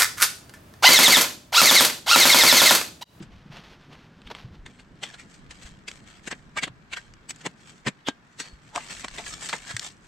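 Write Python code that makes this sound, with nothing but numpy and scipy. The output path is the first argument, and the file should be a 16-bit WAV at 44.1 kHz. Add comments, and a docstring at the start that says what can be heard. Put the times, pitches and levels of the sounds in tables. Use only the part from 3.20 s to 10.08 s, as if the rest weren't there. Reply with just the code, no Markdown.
"""Shovel in gravelly soil

A steel shovel works gravelly soil in an open yard, a few steps from the microphone.
First loose earth is tossed and lands with a dull patter; then the gravel crunches in short bursts,
stones click on the blade, and near the end a long scrape drags grit over the ground.
Contacts are filtered noise and tiny impulses; the ringing steel and soft thumps are decaying sines."""
import sys
import numpy as np
from scipy import signal
from scipy.fft import rfft, irfft, next_fast_len
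from scipy.io import wavfile
from scipy.ndimage import uniform_filter1d, map_coordinates

SR = 44100
rng = np.random.default_rng(int(sys.argv[2]) if len(sys.argv) > 2 else 0)


def master_out(mix):
    """Clip the mix to full scale and print it as 16-bit PCM to the path in sys.argv[1]."""
    frames = np.transpose(np.atleast_2d(mix))
    ceiling = np.clip(frames, -1, 1)
    pcm = np.round(ceiling * 32767).astype(np.int16)
    wavfile.write(sys.argv[1], SR, pcm)


N = 303259

# The blade bites into gravel, and a stone may snap at the peak. Each row: peak time in seconds,
# relative level in dB, rise and fall in seconds per 60 dB, snap in dB over the level,
# relative thud, knock and grit in dB, stone resonance in Hz.
GRAVEL_BITES = [(0.028, -40, .05, .07, -10, 14, 2, 1, 2400), (1.463, -35, .03, .07, 14, -7, -4, -8, 1824),
                (1.598, -38, .045, .06, -11, -10, -1, -5, 2196), (1.834, -23, .04, .09, 1, -8, 0, 0, 2946),
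                (1.944, -32, .045, .06, -11, -12, -4, -4, 1732),
                (1.997, -36, .06, .12, -10, 0, -7, 0, 2176), (2.143, -43, .04, .09, -8, -6, -2, 4, 4500),
                (2.311, -33, .035, .06, -10, 0, 0, 1, 1800), (2.423, -39, .04, .07, -8, -4, -3, 1, 2730),
                (2.465, -39, .03, .1, -8, -4, -3, 0, 1610), (2.683, -25, .028, .06, 2, -3, -5, 1, 2215),
                (3.077, -24, .045, .05, -8, 4, -1, 1, 1750), (3.114, -23, .026, .05, -10, -6, -4, -1, 1914),
                (3.128, -24, .06, .04, -5, 5, 1, -12, 2500), (3.375, -20, .036, .05, 4, -6, -2, -2, 2190),
                (3.389, -22.5, .06, .045, -11, -10, -9, -2, 1900),
                (3.435, -16, .045, .06, 0, 1, -2, -1, 2500), (3.479, -30, .034, .04, 0, 11, 7, -7, 1750),
                (3.736, -23, .06, .055, -2, -12, -3, -3, 2700),
                (3.772, -23, .04, .06, -3, -14, -3, -3, 1836),
                (4.095, -30, .025, .04, -10, -10, -6, 6, 2150), (4.108, -26, .04, .035, 6, -5, -5, 5, 2147),
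                (4.213, -36, .025, .06, -6, -12, -1, -2, 1850), (4.2637, -20, .06, .05, 9, 7, 2, -4, 2040),
                (4.672, -16, .04, .06, -6, 14, 2, -2, 1800), (4.682, -18, .035, .045, -6, 11, 1, -5, 2460),
                (4.879, -24, .035, .05, -10, -2, 2, -4, 1750), (4.8855, -20, .012, .05, 7, 3, 0, -5, 3230),
                (5.202, -23, .05, .08, 1, -1, -5, 4, 4210), (5.259, -40, .12, .13, -12, -2, 2, -1, 1800),
                (5.5603, -25, .06, .05, 10, -8, 8, 1, 1000), (5.606, -36, .04, .2, -12, -10, -3, -2, 2700),
                (5.706, -31, .04, .16, -10, -4, 0, -1, 2700), (5.846, -25, .034, .05, 8, 0, 4, -3, 2434),
                (5.984, -26, .03, .1, -8, -1, 0, 0, 3430), (6.065, -26, .02, .07, -6, -15, -10, 1, 1770),
                (6.227, -31, .06, .07, -6, 1, 1, 5, 7700), (6.294, -25, .03, .09, 7, -14, -2, 3, 4400),
                (6.332, -20, .016, .085, -2, 3, 8, -3, 1820), (6.512, -26, .12, .06, -2, -18, -2, 2, 1616)]


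def crunches():
    """Gravel gives way under the blade in short bursts, with a brighter snap where the load peaks."""
    out = np.zeros((2, N))
    for s, db, rise, fall, snap_db, thud_db, knock_db, grit_db, stone_hz in GRAVEL_BITES:
        tone = stones(thud_db, knock_db, grit_db, stone_hz, peak_db=6.0, width_hz=170, uneven_db=3.5)
        crunch = colour(burst(db - 2, rise, fall), tone)
        add(out, s - rise, crunch)
        add(out, s, snap(db + snap_db, thud_db, knock_db, grit_db + 2.1, stone_hz))
    return out


def burst(db, rise, fall):
    """A cloud of fractures that swells for rise seconds and dies."""
    t = np.arange(-rise, fall + .02, 1 / SR)
    swell = amp(db - 60 * np.maximum(-t / rise, t / fall))
    cloud = fractures(SR // 2, rate=5500, scatter_db=3.5, dust=0.562)[:, :len(t)]
    return spread(cloud, side_db=-8) * swell[:SR // 2]


SNAP_S = 0.013  # chatter of a snap, seconds per 60 dB


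def snap(db, thud_db, knock_db, grit_db, stone_hz):
    """A stone snaps: one sharp push and a few milliseconds of chatter."""
    t = np.arange(SR // 20) / SR
    chatter = rng.standard_normal((2, len(t))) * amp(-3 - 60 * t / SNAP_S)
    chatter[0, 0] -= 3.5  # the sharp push, common to both sides
    tone = stones(thud_db, knock_db, grit_db, stone_hz, peak_db=6.5, width_hz=238, uneven_db=3.0)
    return colour(amp(db - 1) * spread(chatter, side_db=-10), tone)


# Basic colour of gravel contacts. Each row: frequency in Hz, relative gain in dB.
GRAVEL_COLOUR = [(30, -31.5), (80, -17.5), (150, 1.5), (300, 0), (520, 0), (800, -0.5), (2100, 1),
                 (3400, -2), (5400, -7), (6600, -6), (7900, -3.5), (8700, -10.5), (9800, -24.5),
                 (13000, -31.5), (15700, -46.5)]


def stones(thud_db, knock_db, grit_db, stone_hz, peak_db, width_hz, uneven_db):
    """Colour of one contact: ground thud, bright grit, one main resonance and many chance ones."""
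    tilt = [(200, thud_db), (420, (thud_db + knock_db) / 2), (650, knock_db), (1100, knock_db),
            (1700, 0), (3800, 0), (5500, grit_db)]
    chance = rng.standard_normal(256)
    half_width = width_hz * np.sqrt(stone_hz / 2000)

    def level(hz):
        resonance = peak_db / (1 + ((hz - stone_hz) / half_width) ** 2)
        # small stones have no low resonances
        ripple_db = uneven_db * np.minimum(hz / 1800, 1)
        ripple = ripple_db * map_coordinates(chance, [hz / 130], mode="wrap")
        return along(GRAVEL_COLOUR, hz) + along(tilt, hz) + resonance + ripple

    return level


CLICK_THUD_DB = -7.5  # a lone stone hardly shakes the ground
# Lone stones striking. Each row: start in seconds, relative level in dB,
# relative knock and grit in dB, stone resonance in Hz.
STONE_CLICKS = [(0.37, -32, -2, -6, 3000), (0.438, -38, 0, -12, 2900), (0.612, -40, -2, -8, 3100),
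                (0.732, -32, 0, -12, 3560), (0.753, -38, 0, -12, 2600), (1.018, -37, 0, -8, 3600),
                (1.074, -25, -6, -16, 3130), (1.15, -22, 5, -14, 2900), (1.838, -18, -2, 0, 2950),
                (2.432, -33, -8, 5, 5600), (2.715, -24, -7, 1, 3290), (3.938, -39, -1, 7, 5600),
                (4.161, -36, -8, 7, 6800), (4.27, -19, 6, -4, 1300), (5.578, -24, 13, 0, 1100),
                (5.883, -21, -1, -1, 4300), (6.289, -18, -12, 3, 3900), (6.329, -14, 5, -8, 2400),
                (6.5665, -10, -14, 2, 3980), (6.595, -17, -13, 8, 4200)]


def clicks():
    """Lone stones strike the blade or each other, each with one snap."""
    out = np.zeros((2, N))
    for s, db, knock_db, grit_db, stone_hz in STONE_CLICKS:
        add(out, s, snap(db, CLICK_THUD_DB, knock_db, grit_db, stone_hz))
    return out


BLOW_S = .045  # the ground's shudder, seconds per 60 dB
# Hard blows of the blade on firm ground, which also ring the steel in blade().
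# Each row: start in seconds, relative ring in dB, relative thud in dB.
HARD_BLOWS = [(4.264, -50, -8), (4.676, -48, -3), (4.886, -34, 4), (5.203, -41.5, -24), (5.561, -38.5, -16),
              (6.33, -48.5, -18), (6.566, -39.5, -27.5)]
# Colour of the struck ground. Each row: frequency in Hz, relative gain in dB.
THUD_COLOUR = [(40, -25.5), (100, -8.5), (170, 4), (270, 7), (420, 1), (900, -4.5), (2000, -17),
               (6000, -16.5), (12000, -58)]


def thuds():
    """A hard blow gives the ground one heavy push and a short shudder."""
    out, t = np.zeros((2, N)), np.arange(SR // 12) / SR
    for s, ring_db, thud_db in HARD_BLOWS:
        push = rng.standard_normal((2, len(t))) * amp(-18 - 60 * t / BLOW_S)
        push[0, 0] += 3.5  # the heavy push, common to both sides
        thud = colour(amp(thud_db) * spread(push, side_db=-11), lambda hz: along(THUD_COLOUR, hz))
        add(out, s, thud)
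    return out


# The blade grinds over a stone and sings. Each row: peak time in seconds, relative level in dB,
# rise and fall of the driving noise in seconds per 60 dB, favoured frequency in Hz.
STONE_GRINDS = [(1.073, -42, .04, .05, 3130), (1.832, -40, .04, .2, 3130), (3.113, -34, .02, .09, 1860),
                (3.371, -26, .03, .05, 1250), (3.386, -27, .06, .045, 2240), (3.434, -30, .04, .09, 3455),
                (3.736, -33, .06, .04, 2240), (3.774, -35, .04, .05, 1860), (4.095, -36, .03, .07, 7910),
                (4.874, -26.5, .04, .08, 3200), (5.21, -44, .05, .3, 4390), (5.574, -32, .1, .08, 860),
                (5.996, -39, .06, .08, 715), (6.51, -35, .1, .05, 1650)]


def blade():
    """The steel sings in damped bursts as it grinds over stones, and rings freely after hard blows."""
    out = np.zeros((2, N))
    for s, db, rise, fall, focus_hz in STONE_GRINDS:
        ring = blade_ring(focus_hz, SOIL_DAMPING)
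        add(out, s - rise, signal.fftconvolve(burst(db, rise, fall), ring, axes=1))
    for s, ring_db, thud_db in HARD_BLOWS:
        ring = blade_ring(focus_hz=1600, damping=1)
        add(out, s, amp(ring_db + 4) * ring / np.abs(ring).max())
    return out


FOCUS_DB_PER_OCTAVE = 28  # the point of contact picks out the modes near one frequency
SOIL_DAMPING = 1.7  # how much faster the blade dies away when pressed into the ground
# Modes of the steel blade. Each row: frequency in Hz, relative level in dB,
# free decay in seconds per 60 dB.
BLADE_MODES = [(715, -3, .07), (860, -3, .06), (1210, -2, .07), (1600, 1, .14), (1860, -1, .06),
               (2240, 0, .07), (3130, -2, .04), (3290, -1, .06), (3455, -1, .06), (4390, -1, .08),
               (7910, -2, .04)]


def blade_ring(focus_hz, damping):
    """Ring of the blade, of energy 1, touched where the modes near focus_hz answer best."""
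    t = np.arange(SR // 5) / SR
    ring = np.zeros(len(t))
    for hz, db, t60 in BLADE_MODES:
        level = db + rng.normal(0, 1.5) - FOCUS_DB_PER_OCTAVE * abs(np.log2(hz / focus_hz))
        ring += amp(level - 60 * t * damping / t60) * np.sin(2 * np.pi * hz * t)
    return ring[None] / np.linalg.norm(ring)


# Colour of running soil. Each row: frequency in Hz, relative gain in dB.
SOIL_COLOUR = [(100, -14.5), (400, -5), (900, -2), (1300, 0), (2000, 0), (3200, -0.5), (4500, -3.5),
               (6200, -9.5), (7500, -24.5), (10000, -31.5), (13000, -27.5), (15700, -53.5)]
# Colour of fine grit. Each row: frequency in Hz, relative gain in dB.
GRIT_COLOUR = [(1000, -33.5), (3500, -11.5), (5400, -6.5), (6600, -4.5), (7900, -2), (8600, -8.5),
               (9800, -24.5), (13000, -30.5), (15700, -44.5)]
# Resonances of the loaded blade under a scrape. Each row: frequency in Hz, half-width in Hz, boost in dB.
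SCRAPE_MODES = [(556, 21.5, 2), (712, 30, 5), (1794, 84, 5.5), (2273, 70, 5), (2690, 34, 3),
                (3230, 94, 3.5), (4284, 54, 2.5), (7680, 150, 1.5)]


def sliding(soil_gain, grit_gain):
    """Earth and fine grit run over the blade and the ground in uneven clumps."""
    clumps_db = 2.0 * wobble(35) + 1.92 * wobble(260)
    soil = spread(fractures(N, rate=900, scatter_db=4.5, dust=0.6), side_db=-4.5)
    soil = soil * soil_gain * amp(clumps_db - 2.5)
    grit = spread(fractures(N, rate=1200, scatter_db=4, dust=0.7), side_db=-6.5)
    grit = grit * grit_gain * amp(clumps_db - 1.5)

    def steel(hz):
        return sum(db / (1 + ((hz - centre) / width) ** 2) for centre, width, db in SCRAPE_MODES)

    soil = colour(soil, lambda hz: along(SOIL_COLOUR, hz) + steel(hz))
    grit = colour(grit, lambda hz: along(GRIT_COLOUR, hz) + steel(hz))
    return shifting(soil + grit, depth_db=3.0)


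def shifting(x, depth_db):
    """Changing contacts bring out narrow resonances for a few hundredths of a second each."""
    z = signal.stft(x, nperseg=512)[2]
    field = uniform_filter1d(rng.standard_normal(z.shape[1:]), size=2, axis=0)  # blur over frequency
    field = uniform_filter1d(field, size=8, axis=1)  # blur over time
    return signal.istft(z * amp(depth_db * unit(field)), nperseg=512)[1][:, :N]


DIG_START_S = 1.46
TRICKLE_DB, TRICKLE_GRIT_DB = -61.5, -68  # relative: soil and grit that keep trickling while digging
CONTACT_DB, CONTACT_GRIT_DB = -44.5, -43  # relative: while the blade stays down between pushes
POUR_RISE_S, POUR_FALL_S = 0.152, 0.361  # seconds per 60 dB: material starts to run, and runs out
POUR_SAG_DB_PER_S = 20  # a spill thins out as the load runs down
# A push takes these seconds per 60 dB to start and stop, and loses force as it goes.
PUSH_RISE_S, PUSH_FALL_S, PUSH_SAG_DB_PER_S = .07, .19, 42
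# Gravelly soil spills off the blade. Each row: start in seconds, length in seconds,
# relative level in dB, fine grit in dB over the level.
SOIL_SPILLS = [(1.475, 0.093, -55, -3), (1.854, 0.0315, -43.5, -2.5), (1.951, 0.059, -53, 2),
               (2.097, 0.0685, -54.5, 1.5), (2.337, 0.1434, -49.5, 0), (2.423, 0.039, -49.5, 3.5),
               (2.717, .07, -48.5, 1.5), (2.88, 0.07, -46.5, -2), (3.042, 0.1186, -52.5, 3),
               (3.781, 0.051, -53.5, 0), (4.15, .13, -51, -0.5), (4.41, 0.019, -50, 2),
               (4.485, .025, -45, 2), (5.101, 0.031, -68.5, 8.5), (5.214, 0.0332, -43, 0),
               (5.424, 0.195, -55.5, 2.5), (6.779, .1, -56.5, 3)]
# Pushes of the long scrape. Each row: start in seconds, length in seconds,
# relative level in dB, fine grit in dB over the level.
SCRAPE_PUSHES = [(5.57, .1, -38, 0), (5.705, .09, -34.5, 4), (5.94, .07, -40, 2), (6.06, .08, -35.5, 7),
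                 (6.215, .06, -37, 7), (6.3, .06, -36, 5), (6.47, .11, -40, 5), (6.62, .065, -36.5, 4)]


def flow():
    """Gains of moving soil and fine grit: a steady trickle, the spills and the pushes of the long scrape."""
    trickle = pour(DIG_START_S, N / SR, POUR_RISE_S, POUR_FALL_S)
    first, last = SCRAPE_PUSHES[0][0], SCRAPE_PUSHES[-1][0]
    contact = pour(first, last - first, PUSH_RISE_S, PUSH_FALL_S)
    parts = [trickle * amp([[TRICKLE_DB], [TRICKLE_GRIT_DB]]),
             contact * amp([[CONTACT_DB], [CONTACT_GRIT_DB]])]
    for s, length, db, grit_db in SOIL_SPILLS:
        spill = pour(s, length, POUR_RISE_S, POUR_FALL_S, POUR_SAG_DB_PER_S)
        parts.append(spill * amp([[db], [db + grit_db]]))
    for s, length, db, grit_db in SCRAPE_PUSHES:
        push = pour(s, length, PUSH_RISE_S, PUSH_FALL_S, PUSH_SAG_DB_PER_S)
        parts.append(push * amp([[db], [db + grit_db]]))
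    return np.sqrt(sum(part ** 2 for part in parts))


def pour(s, length, rise, fall, sag=0):
    """Gain of running material: it swells up to time s, sags by sag dB a second for length and runs out."""
    t = np.arange(N) / SR - s
    edges = np.clip(np.maximum(-t / rise, (t - length) / fall), 0, 2)
    return amp(-60 * edges - sag * np.clip(t, 0, length))


def pebbles(soil_gain, count=120):
    """Loose pebbles tick here and there, louder when more soil is moving."""
    out, t = np.zeros((2, N)), np.arange(SR // 50) / SR
    for when, weight, pitch in rng.random((count, 3)):
        tick = spread(rng.standard_normal((2, len(t))), side_db=-12) * amp(-60 * t / 0.0063)
        level = soil_gain[int(when * N)] * amp(2 + 8 * weight)
        tone = stones(-13, -2, 2.07, 1600 + 4000 * pitch, peak_db=8, width_hz=290, uneven_db=4)
        add(out, when * N / SR, colour(level * tick, tone))
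    return out


CRUMBS_DB, CRUMBS_S = -56.5, 1.36  # relative level of crumbs that keep falling, and for how long
TOSS_RISE_S, TOSS_FALL_S = .1, .2  # seconds per 60 dB: tossed earth starts and stops landing
CLOD_RISE = .42  # share of a clod's length spent swelling
# Tossed earth comes down. Each row: start in seconds, length in seconds, relative level in dB.
EARTH_TOSSES = [(0.0, .032, -50), (0.125, .065, -50), (0.32, .08, -43), (0.445, .09, -43),
                (0.618, .025, -51), (0.79, .065, -50), (1.06, .07, -47), (1.157, .028, -38.5),
                (1.2, .035, -45.5), (1.33, .025, -51)]
# Clods of tossed earth landing. Each row: peak time in seconds, relative level in dB,
# length in seconds per 60 dB (a negative length is silent), relative weight in dB.
EARTH_CLODS = [(0.37, -37, .25, 3), (0.732, -42.5, 0.37, 5), (1.02, -39.5, -0.86, 5), (1.104, -30, .035, 7),
               (1.114, -27, .07, 6)]
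# Colour of loose earth. Each row: frequency in Hz, relative gain in dB.
EARTH_COLOUR = [(100, -8), (400, 2.5), (900, 3.5), (1500, 2), (2200, 1), (3100, 1.5), (4500, -4),
                (6200, -10.5), (7500, -20), (10000, -27), (13000, -26.5), (15700, -44.5)]


def tossed_earth():
    """A shovelful lands as dull clods in a patter of crumbs."""
    power = (amp(CRUMBS_DB) * pour(0, CRUMBS_S, POUR_RISE_S, POUR_FALL_S)) ** 2
    for s, length, db in EARTH_TOSSES:
        power += (amp(db) * pour(s, length, TOSS_RISE_S, TOSS_FALL_S, POUR_SAG_DB_PER_S)) ** 2
    crumbs = spread(fractures(N, rate=3200, scatter_db=5, dust=0.64), side_db=-7.5)
    out = crumbs * np.sqrt(power) * amp(1.6 * wobble(39.9) - 1.9)
    for s, db, length, weight_db in EARTH_CLODS:
        weight = [(250, weight_db + 1.5), (650, weight_db - 2), (1100, weight_db - 2.5), (1700, 0)]
        rise = length * CLOD_RISE
        clod = colour(burst(db - 1.5, rise, length - rise), lambda hz: along(weight, hz))
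        add(out, s - rise, clod)
    return colour(out, lambda hz: along(EARTH_COLOUR, hz))


# Soft thumps of weight on the ground. Each row: start in seconds, relative level in dB, pitch in Hz.
SOFT_THUMPS = [(0.002, -32, 190), (0.004, -36, 330), (0.019, -36.5, 144.3), (0.254, -39.5, 189),
               (0.299, -36, 145.7), (1.057, -38, 51), (1.244, -31, 127.8), (1.31, -38, 85),
               (1.389, -38.5, 51), (2.289, -41, 58.6), (2.448, -35, 51.4), (3.499, -41, 122),
               (4.666, -23, 140), (5.329, -37, 52.8), (6.541, -29.5, 112)]


def thumps():
    """Soft weight lands on the earth: a few slow cycles."""
    out, t = np.zeros((2, N)), np.arange(SR // 4) / SR
    for s, db, hz in SOFT_THUMPS:
        onset = 1 - np.exp(-t / 0.00613)
        push = np.sin(2 * np.pi * hz * t) * onset * amp(db + 6.5 - 60 * t / 0.079)
        add(out, s, np.array([push, push]))
    return out


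# Weak answer of the yard. Each row: frequency in Hz, decay in seconds per 60 dB.
YARD_DECAY = [(200, 0.23), (2000, 0.17), (10000, .12)]


def yard(x):
    """The walls round the yard answer weakly; treble dies first."""
    hz, t, z = signal.stft(rng.standard_normal((2, SR // 3)), SR, nperseg=256)
    decay = amp(-60 * t / along(YARD_DECAY, hz)[:, None])
    tail = signal.istft(z * decay, SR, nperseg=256)[1]
    return signal.fftconvolve(x, tail / np.linalg.norm(tail[0]), axes=1)[:, :N]


DEEP_DB, UPPER_DB, HISS_DB = 5.5, 1, -62  # trims of the two rumble layers; hiss before spreading
# Level of the low rumble as heard, which dips and comes back over time.
# Each row: time in seconds, relative upper level in dB, relative deep level in dB.
RUMBLE_LEVELS = [(0.0, -55, -57.5), (0.75, -55.5, -70), (1.4, -52.5, -56.5), (1.68, -55.5, -69.5),
                 (3.58, -56, -62.5), (3.73, -59.5, -68.5), (4.48, -55.5, -73), (4.82, -63.5, -82),
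                 (6.03, -54.5, -62.5), (6.88, -59.5, -72)]
# Colour of the deep rumble. Each row: frequency in Hz, relative gain in dB.
DEEP_COLOUR = [(15, -9), (42, 0.5), (75, -6), (110, -9), (200, -29.5), (600, -79)]
# Colour of the upper rumble. Each row: frequency in Hz, relative gain in dB.
UPPER_COLOUR = [(30, -31), (90, -8.5), (150, 0), (220, -3.5), (320, -9.5), (500, -17.5), (900, -29.5),
                (3000, -76.5)]
# Colour of the hiss. Each row: frequency in Hz, relative gain in dB.
HISS_COLOUR = [(100, 1.5), (500, -3.5), (800, -0.5), (1600, 1.5), (3000, -12), (5000, -17), (8000, -23),
               (10000, -36), (13000, -34.5), (15700, -51)]


def background():
    """Low rumble that dips and comes back, and a faint even hiss, all filtered noise."""
    def noise(spectrum):
        return unit(colour(rng.standard_normal((2, N)), lambda hz: along(spectrum, hz), size=8192))

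    upper_db, deep_db = curves(RUMBLE_LEVELS)
    deep = noise(DEEP_COLOUR) * amp(deep_db + DEEP_DB + 3.56 * wobble(14))
    upper = noise(UPPER_COLOUR) * amp(upper_db + UPPER_DB + 1.97 * wobble(22))
    hiss = amp(HISS_DB) * spread(noise(HISS_COLOUR), side_db=-1.5)
    return spread(deep + upper, side_db=-8) + hiss


def fractures(n, rate, scatter_db, dust):
    """Tiny contacts of scattered size, rate a second, over the smooth hiss of dust; rms 1."""
    present = rng.random(n) < rate / SR
    sizes = present * amp(scatter_db * np.minimum(rng.standard_normal(n), 2))
    contacts = unit(sizes * rng.choice([-1, 1], (2, n)))
    return unit(contacts + dust * rng.standard_normal((2, n)))


def amp(db):
    """Decibels to gain."""
    return 10 ** (np.asarray(db) / 20)


def unit(x):
    """Scaled to rms 1."""
    return x / np.sqrt(np.mean(x ** 2) + 1e-20)


def along(points, hz):
    """(Hz, value) points read on a log axis."""
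    f, v = np.transpose(points)
    return np.interp(np.log(hz + 1), np.log(f + 1), v)


def curves(rows):
    """One value per sample for each column after the time."""
    s, *cols = np.transpose(rows)
    return [np.interp(np.arange(N) / SR, s, c) for c in cols]


def wobble(rate):
    """A smooth random curve, about rate turns a second."""
    steps = np.arange(0, N * rate / SR + 1, 1 / 4)
    smooth = map_coordinates(rng.standard_normal(len(steps)), [steps])
    return np.interp(np.arange(N) * rate / SR, steps, smooth)


def colour(x, level, size=1024):
    """x through the causal filter whose gain in dB is level(Hz)."""
    cepstrum = irfft(np.log(amp(level(np.fft.rfftfreq(size, 1 / SR)))))
    # folding the cepstrum forward gives minimum phase
    cepstrum[1:size // 2] *= 2
    cepstrum[size // 2 + 1:] = 0
    impulse = irfft(np.exp(rfft(cepstrum)))
    m = next_fast_len(x.shape[1] + size, True)
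    return irfft(rfft(x, m) * rfft(impulse, m), m)[:, :x.shape[1]]


def add(track, s, sound):
    """Mix a stereo sound in from time s on."""
    start = round(s * SR)
    a, b = max(start, 0), min(start + sound.shape[1], N)
    track[:, a:b] += sound[:, a - start:b - start]


def spread(pair, side_db):
    """Left and right from a common and a differing signal."""
    mid, side = pair[0], amp(side_db) * pair[1]
    return np.array([mid + side, mid - side])


def scene():
    """The digging sits slightly to the left; the yard answers it, over thumps and background."""
    soil_gain, grit_gain = flow()
    scraping = sliding(soil_gain, grit_gain) + pebbles(soil_gain)
    digging = crunches() + clicks() + thuds() + scraping + blade()
    work = digging * amp([[.6], [-.6]]) + tossed_earth()
    return work + amp(-25.5) * yard(work) + thumps() + background()


TOP_HZ = 15750  # band limit
# Stereo width: wide, then narrow, then opening as the digging starts.
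# Each row: time in seconds, side gain in dB.
STEREO_WIDTH = [(0, 0.5), (.7, -27.5), (1.15, -32.5), (1.45, -3.5), (2.1, 1.5), (6.88, 2)]
# Side signal of the two microphone ports. Each row: frequency in Hz, side gain in dB.
PORT_SIDE = [(40, 1.5), (200, -5), (800, -1.5), (2000, 0.5), (8000, -.8), (11000, 4.5)]
# The left port hears more of the top treble. Each row: frequency in Hz, left over right in dB.
LEFT_TREBLE = [(8500, 0), (11000, 3.5)]


def record(dry):
    """Two close ports set the stereo width; nothing is kept above the band limit."""
    mid = (dry[0] + dry[1]) / 2
    side = colour((dry[:1] - dry[1:]) / 2, lambda hz: along(PORT_SIDE, hz))[0]
    pair = spread([mid, side], side_db=curves(STEREO_WIDTH)[0])
    m = next_fast_len(N + SR // 2)
    hz = np.fft.rfftfreq(m, 1 / SR)
    balance = amp(np.outer([.5, -.5], along(LEFT_TREBLE, hz)))
    return irfft(rfft(pair, m) * balance * (hz < TOP_HZ), m)[:, :N]


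dry = scene()
out = record(dry)
master_out(out)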